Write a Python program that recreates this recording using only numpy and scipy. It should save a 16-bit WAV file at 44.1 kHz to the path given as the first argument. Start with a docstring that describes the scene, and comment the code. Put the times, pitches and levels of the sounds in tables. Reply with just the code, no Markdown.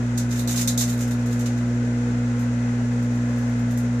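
"""A disc arcs inside a running microwave oven, heard from just outside the door. From the start the cooling fan
blows and the transformer hums under a faint fizz of tiny sparks. Almost at once, big zaps jump the cracking
foil on the peaks of the mains cycle and ring the steel cavity. They hit hardest between 0.6 and 0.8 s and thin
out by 1.6 s, leaving fan, hum and fizz; a few small zaps return toward the end."""
import sys
import numpy as np
from scipy import signal
from scipy.fft import rfft, irfft
from scipy.io import wavfile

SR = 44100
rng = np.random.default_rng(int(sys.argv[2]) if len(sys.argv) > 2 else 0)


def int16_out(signal):
    """Quantize to a 16-bit WAV file."""
    q = np.round(np.clip(np.atleast_2d(signal).T, -1, 1) * 32767)
    wavfile.write(sys.argv[1], SR, q.astype(np.int16))


N = 176400
MAINS_HZ, MAINS_PEAK_S = 60.012, .0105  # sparks favour this moment, then the same peak of each cycle

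# EQ of the fan's rush: f/Hz, relative level/dB
AIR_EQ = [(12, -21), (35, -10.5), (75, -5), (140, -4.5), (215, 4), (260, 6), (320, -9), (385, -4.5),
          (440, -0.5), (510, -2.5), (630, -4.5), (820, -3.5), (1000, -7), (1110, -9), (1330, -3.5),
          (1560, -3.5), (1850, -8.5), (2050, -6.5), (2330, -15), (2500, -9.5), (2700, -15.5), (3500, -20),
          (5000, -24), (9000, -39), (15000, -60)]
# Pan of the rush: f/Hz, left minus right/dB
AIR_PAN = [(200, 8.5), (600, 5.5), (780, 4), (1000, 2), (1200, -1), (1550, 2.5), (1900, 7.5), (2300, 4.5),
           (2800, 1.5), (5000, 7)]
# Stereo width of the rush: f/Hz, left-right correlation (1 is mono)
AIR_CORRELATION = [(50, 0.97), (130, 0.61), (300, 0.98), (640, 0.86), (1000, -0.021), (1400, -0.23),
                   (2000, 0.085), (3000, 0.26), (5000, -0.4)]
# Whine of the fan motor and panels: f/Hz, level/dB, waver depth (0-1)
FAN_TONES = [(178.1, -44.5, 0.7), (495.3, -54, 0.9), (532.6, -50.5, .6), (678.4, -57, 1), (959, -64, 0.7),
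             (1056, -60, 0.6), (1394, -60.5, 0.6), (1508, -57.5, 0.4), (1704, -58.5, .9),
             (1988, -61.5, 0.8)]
# Transformer hum: multiple of the mains, level/dB (once warmed up), waver depth (0-1)
HUM_HARMONICS = [(2, -25.5, 0.06), (3, -56, 0.9), (4, -25, 0), (5, -46.5, 0.57), (7, -55.5, 1),
                 (10, -51.5, 0.3)]
# Swells of two more hum harmonics: t/s, level of the 6th/dB, level of the 8th/dB
HUM_SWELLS = [(0, -47, -56), (.85, -46.5, -53.5), (1.18, -50.5, -40.5), (1.55, -44.5, -48),
              (1.85, -48.5, -42), (2.35, -47.5, -39.5), (2.7, -50, -46), (3.1, -51.5, -44.5),
              (3.5, -52, -46), (4, -54.5, -48.5)]
# Reverb of the steel cavity: f/Hz, time to fall 60 dB/s
CAVITY_DECAY = [(1000, 0.18), (3700, 0.2), (5200, 0.22), (6800, 0.19), (10000, 0.21), (14500, 0.14)]
# EQ of the fizz: f/Hz, relative level/dB
FIZZ_EQ = [(2500, -19), (3600, -4), (4700, -9), (5800, 2.5), (6900, 4), (7800, -2.5), (9200, -13),
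           (11000, -26), (12500, -26), (14500, -32)]
# Pan of the fizz: f/Hz, left minus right/dB
FIZZ_PAN = [(3600, -3.5), (4500, -11.5), (6500, 0), (8100, -3.5), (10500, -27), (14500, -14.5)]
# Cue list of the main zaps: t/s, relative level/dB, extra treble/dB, extra body/dB, extra bite/dB
ZAP_CUES = [(.176, -24.5, -2.5, -10, 0.5), (.185, -35, -8, 0, -10), (.291, -45, 0, 0, 2),
            (.3082, -30, -10, -5, 0), (.3247, -32, -3, 3.5, -3), (.358, -33.5, -5, 7, 3),
            (0.3749, -35.5, 2, 0, 7), (.392, -32, 3.5, 0, 11.5), (0.4753, -25.5, -0.5, -5, 8),
            (.4925, -28, -2, 3.5, -12), (.509, -27.5, 2, -2, 5), (.526, -30.5, -2, -7, 0),
            (0.542, -32.5, -1, 10.5, 0), (0.5598, -25.5, 1, -4, 1), (0.575, -21.5, -8, -5, 4),
            (0.592, -25, 0, 4, -7), (0.6116, -22, -2, -1, -1), (0.6754, -18.5, 0, -5, 7.5),
            (0.7761, -20, 0.5, -9, 3.5), (.793, -23.5, 1, -6, 4), (.809, -18.5, -4, -3, 0),
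            (.826, -27.5, -5, 0, -1), (.877, -34, -1, 4, 5), (.8939, -29.5, 0, 0, 2),
            (0.925, -39.5, 6, 7, 13.5), (0.976, -42, 4, -2, 5), (0.9908, -38, 0, 0, 7),
            (1.0081, -29.5, -2, 2, -12), (1.025, -32.5, -5, 0, -3), (1.076, -41, 3, 0, 0),
            (1.1094, -36, 2, 3, 7), (1.192, -47, -5, 0, 3), (1.2595, -39.5, 0, -2, 5),
            (1.309, -41.5, -3, 0, 7), (1.325, -35, -4, 0, 0), (1.3936, -36.5, -1, 1, 0),
            (1.408, -36.5, -4, 0, 0), (1.459, -29.5, -8, 4, 2), (1.5766, -41, -7, -2, 4),
            (2.392, -42.5, -2, 0, 0), (2.41, -48, 4, 0, -9), (3.025, -43.5, -5, -6, -2),
            (3.15, -54, 2, 2, -2), (3.3792, -53, 9, 2, 0), (3.492, -54, 5, 0, 0), (3.592, -52, 2, 0, 0),
            (3.708, -43, 4, 0, -5), (3.7744, -37.5, 4, -3, -5)]
# Density of the weak stray arcs: t/s, chance per mains cycle (0-1)
STRAY_CHANCE = [(0, .4), (.9, .9), (1.45, .7), (1.7, .04), (2.8, .05), (3.1, .35), (4, .4)]
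# EQ of a zap through the door: f/Hz, relative level/dB
ZAP_EQ = [(200, -42), (900, -5.5), (1700, -5), (2400, -4.5), (3380, -7), (3620, -0.5), (3900, -3.5),
          (4200, -4.5), (4700, -4), (5600, 0), (6600, 6.5), (7500, 4), (8200, -2), (9300, -4),
          (11500, -7.5), (14500, -5.5)]
# Pan of the zaps: f/Hz, left minus right/dB
ZAP_PAN = [(1000, 1.5), (2500, -2.5), (3600, 1.5), (4400, -8.5), (5800, 6), (6700, -3), (7700, -3),
           (10000, -8.5), (14500, -13)]


def amp(db):
    return 10 ** (np.asarray(db) / 20)


def unit_rms(x):
    return x / np.sqrt(np.mean(x ** 2) + 1e-20)


def curve_at(points, hz):
    """Reads a table on a log-frequency axis."""
    f, value = np.transpose(points)
    return np.interp(np.log(hz + 1), np.log(f + 1), value)


def add(mix, start_s, sound):
    """Drops a stereo sound into the mix."""
    part = mix[:, round(start_s * SR):][:, :sound.shape[1]]
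    part += sound[:, :part.shape[1]]


def eq_and_pan(x, eq, pan):
    """Shapes and places a stereo pair; minimum phase, so nothing rings ahead of a click."""
    hz = abs(np.fft.fftfreq(2 * N, 1 / SR))
    log_gain = np.log(amp(curve_at(eq, hz) + np.outer([.5, -.5], curve_at(pan, hz))))
    response = np.exp(np.conj(signal.hilbert(log_gain)))[:, :N + 1]
    return irfft(rfft(x, 2 * N) * response)[:, :N] / np.sqrt(np.mean(abs(response) ** 2))


def drift(rate_hz):
    """A slow random modulator, complex, with a spread of 1."""
    hz = np.fft.fftfreq(N, 1 / SR)
    wander = np.fft.ifft(np.exp(2j * np.pi * rng.random(N)) / (1 + (hz / rate_hz) ** 2))
    return wander / np.std(wander)


def tone(hz, db, waver, rate_hz, crest_s=0):
    """A sine that wavers in level and phase."""
    carrier = np.exp(2j * np.pi * hz * (np.arange(N) / SR - crest_s))
    return amp(db) * unit_rms(((1 + waver * drift(rate_hz)) * carrier).real)


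def fan(air_db=-37):
    """The bed: air rushes through the vents, motor and panels whine faintly, the shaft throbs."""
    correlation = np.clip(curve_at(AIR_CORRELATION, np.fft.rfftfreq(N, 1 / SR)), -1, 1)
    left, independent = rfft(rng.standard_normal((2, N)))
    right = correlation * left + np.sqrt(1 - correlation ** 2) * independent
    air = eq_and_pan(irfft(np.array([left, right]), N), AIR_EQ, AIR_PAN)
    gusts_db = .5 * drift(rate_hz=1.7).real
    whine = sum(tone(hz, db, waver, rate_hz=5.9) for hz, db, waver in FAN_TONES)
    shaft = tone(hz=58.87, db=-40, waver=.12, rate_hz=2.6)
    return amp(air_db + gusts_db) * unit_rms(air) + whine + shaft


def transformer(warmup_db=-2, warmup_s=.68):
    """The hum: the core flexes as its flux crests, a quarter cycle from the mains peak."""
    t = np.arange(N) / SR
    flux_s = MAINS_PEAK_S - 1 / (4 * MAINS_HZ)
    harmonics = {k: tone(k * MAINS_HZ, db, waver, rate_hz=1.9, crest_s=flux_s)
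                 for k, db, waver in HUM_HARMONICS}
    harmonics[4] *= amp(warmup_db * np.exp(-t / warmup_s))
    times, *levels = np.transpose(HUM_SWELLS)
    for k, db in zip((6, 8), levels):
        swell = amp(np.interp(t, times, db))
        harmonics[k] = swell * tone(k * MAINS_HZ, db=0, waver=.72, rate_hz=6.8, crest_s=flux_s)
    return sum(harmonics.values())


def cavity():
    """Dense echoes of the steel box from one spot on the disc, dying away band by band."""
    hz, t, bands = signal.stft(rng.standard_normal((2, SR // 3)), SR, nperseg=256)
    decay = amp(-60 * t / curve_at(CAVITY_DECAY, hz)[:, None])
    return signal.istft(bands * decay, SR, nperseg=256)[1]


def fizz(db=-49.5, sparks_per_s=1500, spread_db=1.5, foil_spots=8):
    """Tiny sparks all over the foil bunch up once a mains cycle; each spot has its own echoes."""
    t = np.arange(N + SR) / SR - 1  # 1 s of pre-roll, so the box is already ringing
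    field = 1 + np.cos(2 * np.pi * MAINS_HZ * (t - MAINS_PEAK_S))
    size = amp(spread_db * np.minimum(rng.exponential(1, len(t)), 4))
    polarity = rng.choice([-1, 1], len(t))
    sparks = size * polarity * (rng.random(len(t)) < field * sparks_per_s / SR)
    spot = rng.integers(0, foil_spots, len(t))
    ring = sum(signal.oaconvolve(sparks[None] * (spot == k), cavity(), axes=1)
               for k in range(foil_spots))
    return amp(db) * unit_rms(eq_and_pan(ring[:, SR:SR + N], FIZZ_EQ, FIZZ_PAN))


def crack(burn_s=.0097, fade_s=.0039, snaps_per_s=2000, dry_to_wet=.15):
    """One snap and a few milliseconds of sputter; each snap feeds the ringing cavity."""
    echoes = cavity()
    t = np.arange(echoes.shape[1]) / SR
    snaps = rng.standard_normal(len(t)) * (rng.random(len(t)) < snaps_per_s / SR)
    snaps *= np.exp(-t / fade_s) * (t < burn_s)
    snaps[0] = 1.7  # a hard attack ahead of the sputter
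    snaps /= np.linalg.norm(snaps)
    direct = dry_to_wet * np.linalg.norm(echoes[0]) * snaps
    return direct + echoes * np.sqrt(np.cumsum(snaps ** 2))


def zap(db, treble_db, body_db=0, bite_db=0):
    """One arc's crack, voiced; bite is a band near 4 kHz that clean, sharp arcs carry more of than sputtering
    ones."""
    body_hz, bite_hz, bite_width_hz, treble_hz = 3230, 3950, 370, 8400
    hit = crack()
    hz = np.fft.rfftfreq(SR // 2, 1 / SR)
    treble = 1 / (1 + (treble_hz / (hz + 1)) ** 6)  # high shelf
    body = (1 - np.tanh((hz - body_hz) / 100)) / 2  # low shelf
    bite = (1 - body) / (1 + ((hz - bite_hz) / bite_width_hz) ** 2)
    gain = amp(db + treble_db * treble + body_db * body + bite_db * bite)
    return irfft(rfft(hit, SR // 2) * gain, SR // 2)[:, :hit.shape[1]]


def arcs(stray_db=-55.5, spread_db=2):
    """The lead: cued zaps jump the cracking foil, and weak strays fire at random on mains peaks."""
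    mix = np.zeros((2, N))
    for start_s, *voicing in ZAP_CUES:
        add(mix, start_s, zap(*voicing))
    peaks = np.arange(MAINS_PEAK_S, N / SR, 1 / MAINS_HZ)
    for start_s, roll, size in zip(peaks, rng.random(len(peaks)), rng.standard_normal(len(peaks))):
        stray = zap(stray_db + spread_db * min(size, 2), treble_db=-3)
        if roll < np.interp(start_s, *np.transpose(STRAY_CHANCE)):
            add(mix, start_s, stray)
    return eq_and_pan(mix, ZAP_EQ, ZAP_PAN)


def scene(hum_lag_s=.00006, hum_right_db=.25):
    """Fan and hum under fizz and zaps; the hum lands a touch later and louder on the right."""
    t = np.arange(N) / SR
    hum_left = transformer()
    hum_right = amp(hum_right_db) * np.interp(t - hum_lag_s, t, hum_left)
    return fan() + np.array([hum_left, hum_right]) + fizz() + arcs()


def record(dry, cutoff_hz=14750):
    """A steep low-pass trims the very top of the mix."""
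    lowpass = signal.firwin(401, cutoff_hz, window=("kaiser", 8), fs=SR)
    return signal.oaconvolve(dry, lowpass[None], "same")


dry = scene()
out = record(dry)
int16_out(out)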